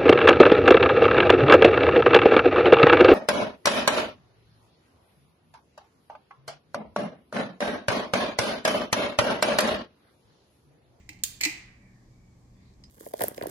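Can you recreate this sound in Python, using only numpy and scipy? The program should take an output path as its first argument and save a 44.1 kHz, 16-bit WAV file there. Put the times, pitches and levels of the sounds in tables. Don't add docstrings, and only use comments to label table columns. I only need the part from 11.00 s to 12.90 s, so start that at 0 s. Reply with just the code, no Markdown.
import sys
import numpy as np
from scipy import signal
from scipy.fft import rfft, irfft
from scipy.io import wavfile
from scipy.ndimage import uniform_filter1d

SR = 44100
rng = np.random.default_rng(int(sys.argv[2]) if len(sys.argv) > 2 else 0)


def wav_out(sig):
    wavfile.write(sys.argv[1], SR, np.round(np.clip(np.atleast_2d(sig).T, -1, 1) * 32767).astype(np.int16))


def ratio(d):
    e = np.asarray(d, float) / 20
    return 10 ** e


N = 83790
PAD = 8192
T = np.arange(PAD) / SR


def level(x, db):
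    return x * ratio(db) / np.sqrt(np.mean(x ** 2))


def colour(x, table):
    n = x.shape[-1]
    bin_hz = np.maximum(np.arange(n // 2 + 1) * SR / n, 1)
    hz, db = np.array(table, float).T
    gain = ratio(np.interp(np.log(bin_hz), np.log(hz), db))
    return irfft(rfft(x) * gain, n)


def band(hz, width, channels=1):
    b, a = signal.iirpeak(hz, hz / width, SR)
    noise = rng.standard_normal((channels, N + PAD))
    resonant = signal.lfilter(b, a, signal.lfilter(b, a, noise))
    return level(resonant[:, PAD:], 0)


def walk(rate):
    hold = int(SR / rate)
    steps = np.repeat(rng.standard_normal(N // hold + 1), hold)
    return 0.57 * uniform_filter1d(uniform_filter1d(steps, hold), hold)[:N]


def decay(t, t60):
    return np.exp(-np.log(1000) * t / t60)


# frequency in Hz, density in dB per Hz.
FLOOR_SPECTRUM = [(20, 2), (190, -4), (330, -12), (480, -19.5), (1100, -26.5), (1400, -35), (8800, -45.5),
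                  (12600, -46.5), (14500, -63)]
# frequency in Hz, gain in dB.
PORT_TONE = [(1500, -0.5), (1850, 4.5), (2350, 4), (2800, -2), (3600, 1), (5000, 5.5), (7600, 7),
             (8800, -2)]
# frequency in Hz, width in Hz, level in dB.
HUM_LINES = [(58.4, 40, -64.5), (188.2, 11, -66), (245.3, 3.5, -73.5)]
FLOOR_DB, SWELL_DB, FLICKER_DB = -57, 0.4, 1.1
MAINS_HZ, MAINS_DB = 120.2, -58.5
ALIKE_HZ, BASS_SIDE = 1113, 0.04


def house():
    out, swell = 0, walk(0.68)
    for hz in 25 * 2 ** np.arange(0, 9.6, .5):
        flicker = ratio(SWELL_DB * swell + FLICKER_DB * walk(7.5))
        mid, side = band(hz, hz / 2, channels=2) * np.sqrt(hz) * flicker
        difference = min(BASS_SIDE + hz / ALIKE_HZ, 1) * side
        out = out + mid + difference * np.array([[1], [-1]])
    floor = level(colour(colour(out, FLOOR_SPECTRUM), PORT_TONE), FLOOR_DB)
    mains = ratio(MAINS_DB + 1.6 * walk(2.0)) * np.sin(2 * np.pi * MAINS_HZ * np.arange(N) / SR)
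    hum = sum(ratio(db) * band(hz, width) for hz, width, db in HUM_LINES)
    return floor + mains + hum


def add(out, s, x):
    i = PAD + int(s * SR)
    out[:, i:i + x.shape[1]] += x[:, :out.shape[1] - i]


PORT_SCATTER_DB, MODE_SPLIT = 4, .006


def ring(modes, tone_db):
    hz, db, t60 = np.repeat(np.array(modes, float), 2, axis=0).T[:, :, None]
    strength, phase, detune = rng.standard_normal((3, 2, len(hz), 1))
    gain = ratio(db + tone_db(hz) + PORT_SCATTER_DB / 2 * strength)
    split_hz = hz * (1 + MODE_SPLIT * detune[0])
    tone = np.sin(2 * np.pi * split_hz * T + 2.1 * phase)
    return np.sum(gain * decay(T, t60) * tone, axis=1)


FRAME_TOP_HZ, TREBLE_HZ, STEEL_LOW_HZ = 3000, 9000, 1000
RISE_S, RING_TO_ROOM_DB = .0006, -15


def steel(out, feed, blows, modes, crack_tone, crack_db):
    low_cut = signal.butter(2, STEEL_LOW_HZ, "high", fs=SR, output="sos")
    rise = np.minimum(T / RISE_S, 1)
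    for s, db, frame_db, treble_db, contact_s in blows:
        def tone_db(hz):
            return frame_db * (hz < FRAME_TOP_HZ) + treble_db * (hz > TREBLE_HZ)

        rung = ring(modes, tone_db) * np.minimum(T / RISE_S / 2, 1)
        shape = rise * np.exp(-T / max(contact_s, .0003))
        grit = rng.standard_normal((3, PAD)) * ratio(1.1 * rng.exponential(size=PAD)) * shape
        tilt = [(FRAME_TOP_HZ * .9, frame_db), (FRAME_TOP_HZ * 1.1, 0),
                (TREBLE_HZ * .9, 0), (TREBLE_HZ * 1.1, treble_db)]
        shared_and_own = grit[0] + grit[1:]
        crack = colour(colour(shared_and_own, crack_tone), tilt) * rise * (T < .1)
        crack = signal.sosfilt(low_cut, crack)
        rung, crack = level(rung, db - 14), level(crack, db - 14 + crack_db)
        add(out, s, rung + crack)
        add(feed, s, ratio(RING_TO_ROOM_DB) * rung + crack)


# start in seconds, level in dB, frame modes in dB, treble in dB, contact length in seconds.
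CLATTER = [(-.12, -40, 1, -11.5, 0.0023), (0.0907, -41.5, 1, -2, 0.004), (0.13, -59, -1, -11.5, 0.004),
           (0.189, -65.5, -6, -15.5, 0.011), (0.4065, -42, 10, -18.5, .004), (0.4094, -32.5, -3, 6, 0.0049),
           (0.4114, -31.5, 0, 6.5, 0.001), (0.4163, -41.5, 2, -10, 0.0041), (.426, -38.5, 3, -13.5, .008),
           (.431, -37.5, 16.5, -6.5, 0.0037), (0.4349, -26, -7.5, -5, 0.0015),
           (.4372, -26.5, -0.5, -12, 0.005), (.44, -34.5, -1, -12, 0.0037), (0.4418, -32.5, -5, -18, 0.004),
           (0.4502, -25.5, -4.5, -1, 0.0037), (0.4531, -33, 0, 4, 0.0017), (0.4565, -31, 11, -9.5, 0.0082),
           (0.4577, -32, 3, -12.5, 0.001), (0.469, -38, 1, -16, 0.0058), (0.472, -49, 12, -13.5, 0.0026),
           (0.496, -38.5, 7, -9.5, 0.009), (1.737, -72, -9, -9, .003), (1.8975, -66.5, -2, 0, 0.0036)]
# frequency in Hz, level in dB, 60 dB decay time in seconds.
GUN_MODES = [(2019, 2, 0.061), (2165, 0.5, 0.044), (2392, 2, 0.07), (2542, -6.5, .04), (2710, -8.5, 0.026),
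             (3980, -6, 0.056), (4260, -1, 0.037), (4450, -6, 0.02), (4990, -3, 0.052), (5690, -11, 0.026),
             (6110, -8, 0.0397), (7150, 3, 0.025), (7780, -2, 0.023), (13410, -14, 0.012)]
# frequency in Hz, density in dB per Hz.
GUN_CRACK = [(240, -48.5), (400, -6), (1250, -27), (1700, -16.5), (1950, -1.5), (2450, -2.5), (3300, -12),
             (4500, -8), (7230, -10.5), (11200, -25.5), (15000, -15.5), (16500, -46.5)]


def trigger_clatter(near, feed):
    steel(near, feed, CLATTER, GUN_MODES, GUN_CRACK, crack_db=0)


# frequency in Hz, 60 dB decay time in seconds, level in dB.
ROOM = [(301.5, .25, -7), (785, 0.53, 5), (1414, 1, -4.5), (2210, 0.56, -2.5), (4230, 0.53, -7.5),
        (8550, 0.35, -6), (14000, 0.25, -5.5)]
ROOM_GAP_S, ROOM_RISE_S, ROOM_TOP_HZ = 0.0013, 0.0016, 15700
EARLY_DB, EARLY_T60_S = 0.5, 0.047


def room(x):
    t, tail = np.arange(SR) / SR, 0
    room_hz, room_t60, room_db = np.array(ROOM).T
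    for hz in 100 * 2 ** np.arange(0, 7.6, .5):
        t60 = np.interp(np.log(hz), np.log(room_hz), room_t60)
        db = np.interp(np.log(hz), np.log(room_hz), room_db)
        edges = [hz / 2 ** .25, min(hz * 2 ** .25, 20000)]
        half_octave = signal.butter(2, edges, "band", fs=SR, output="sos")
        noise = signal.sosfilt(half_octave, rng.standard_normal((2, SR)))
        fall = decay(t, t60) + ratio(EARLY_DB) * decay(t, EARLY_T60_S)
        tail = tail + ratio(db) * noise * fall / np.sqrt(t60 * SR / 14)
    onset = np.clip((t - ROOM_GAP_S) / ROOM_RISE_S, 0, 1)
    top_cut = signal.ellip(8, .2, 60, ROOM_TOP_HZ, fs=SR, output="sos")
    tail = signal.sosfilt(top_cut, tail * onset)
    return signal.fftconvolve(x, tail, axes=1)[:, :x.shape[1]]


# start in seconds, level in dB, upper modes in dB.
KNOCKS = [
    (0.092, -64, 3.5),
    (.408, -64.5, 12),
    (.429, -62, 14.5),
    (0.4608, -45.5, -4.5),
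]
# frequency in Hz, level in dB, 60 dB decay time in seconds.
PANEL_MODES = [(304, -5, .2), (314, 0, .12), (385, -17, .05), (495, -19, .05), (740, -13, .14),
               (820, -11, .09), (1050, -20, .035)]
KNOCK_PUSH_S, PANEL_RISE_S = 0.00037, 0.0019


def panel_knocks(out):
    push = np.sin(np.pi * np.minimum(T / KNOCK_PUSH_S, 1))
    hz, mode_db, t60 = np.array(PANEL_MODES, float).T[:, :, None]
    for s, db, upper_db in KNOCKS:
        gain = ratio(mode_db + upper_db * (hz > 350))
        board = np.sum(gain * np.sin(2 * np.pi * hz * T) * decay(T, t60), axis=0)
        thud = signal.fftconvolve(push, board)[:PAD] * (1 - np.exp(-T / PANEL_RISE_S))
        add(out, s, level(thud, db - 4.5) * ratio([[7.5], [0]]))


# start in seconds, level in dB, frame modes in dB, treble in dB,
# contact length in seconds.
SNAP = [
    (.2360, -28, -6.5, 0.16, 0.0011),
    (0.2369, -31.5, 0, 0, 0.0024),
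    (0.2381, -33, 2.5, -1.4, 0.003),
    (0.25, -46.5, -4, 2, .002),
    (0.2639, -50.5, -4, -0.21, .002),
]
# frequency in Hz, level in dB, 60 dB decay time in seconds.
SNAP_MODES = [(2230, -11.5, .02), (3900, -10.5, .015), (4130, -2.5, .02), (5540, -16, .015),
              (6820, -0.5, 0.03), (7230, -3.5, 0.035), (7900, 1, 0.024), (8620, -8, 0.02),
              (9060, -11.5, 0.0072), (9710, -3.5, 0.02), (12200, -11.5, 0.0092), (12680, -9.5, 0.017),
              (15200, -5.5, 0.021), (15300, -15, 0.012)]
# frequency in Hz, density in dB per Hz.
SNAP_CRACK = [(400, -25.5), (1300, -24), (1900, -8.5), (2900, -7.5), (4300, -2.5), (5400, -7), (7400, -0.5),
              (11000, -10.5), (15600, -6.5), (16600, -31)]


def pawl_snap(near, feed):
    steel(near, feed, SNAP, SNAP_MODES, SNAP_CRACK, crack_db=2)


# start in seconds, length in seconds, frequency in Hz, width in Hz, level in dB.
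RUBS = [
    (0.75, 0.36, 1800, 324, -71.5),
    (0.794, 0.16, 2286, 175, -68.5),
    (1.09, 0.27, 2260, 90, -77),
    (0.907, 0.29, 4760, 2900, -78.5),
    (1.37, 0.073, 9100, 5000, -85.5),
    (1.53, 0.12, 3500, 185, -82.5),
    (1.605, 0.14, 4060, 990, -74),
    (1.53, 0.18, 4760, 400, -81),
    (1.55, 0.17, 2010, 780, -73),
]


def rubbing():
    t, out = np.arange(N) / SR, 0
    for s, long_s, hz, width, db in RUBS:
        swell = np.sin(np.pi * np.clip((t - s) / long_s, 0, 1)) ** 0.49
        out = out + ratio(db + 2 * walk(42.42)) * swell * band(hz, width, channels=2)
    return out


# start in seconds, level in dB, frame modes in dB, treble in dB,
# contact length in seconds.
TICK = [
    (1.8374, -58, 0.5, -6, .0015),
    (1.838, -51, 0.0021, -4, 0.0028),
]
# frequency in Hz, level in dB, 60 dB decay time in seconds.
TICK_MODES = [(1940, -13, .05), (2100, -16, .04), (4110, -9, .04), (4890, 0, .06), (5010, -3, .11),
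              (5140, -2, .07), (5900, -12, .02), (6490, -12, .025), (7860, -9, .04)]
# frequency in Hz, density in dB per Hz.
TICK_CRACK = [(500, -33.5), (1400, -10), (2000, -8), (3000, -6), (4900, 7.5), (7800, -10), (9000, -16),
              (16000, -35.5)]


def pawl_tick(near, feed):
    steel(near, feed, TICK, TICK_MODES, TICK_CRACK, crack_db=-4)


LEFT_LAG_S, PAN_DB = .0001, -4


def scene():
    near, feed = np.zeros((2, 2, N + PAD))
    trigger_clatter(near, feed)
    pawl_snap(near, feed)
    pawl_tick(near, feed)
    near[0] = np.roll(near[0], int(LEFT_LAG_S * SR))
    panel_knocks(near)
    panel_knocks(feed)
    gun_in_room = (near + room(feed)) * ratio([[PAN_DB / 2], [-PAN_DB / 2]])
    return gun_in_room[:, PAD:] + house() + rubbing()


def band_limit(x):
    return signal.sosfilt(signal.butter(12, 17150, fs=SR, output="sos"), x)


TOP_HZ = 16800


def record(dry):
    top_cut = signal.ellip(8, .2, 70, TOP_HZ, fs=SR, output="sos")
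    mix = signal.sosfilt(top_cut, dry)
    return band_limit(mix)


dry = scene()
out = record(dry)
wav_out(out)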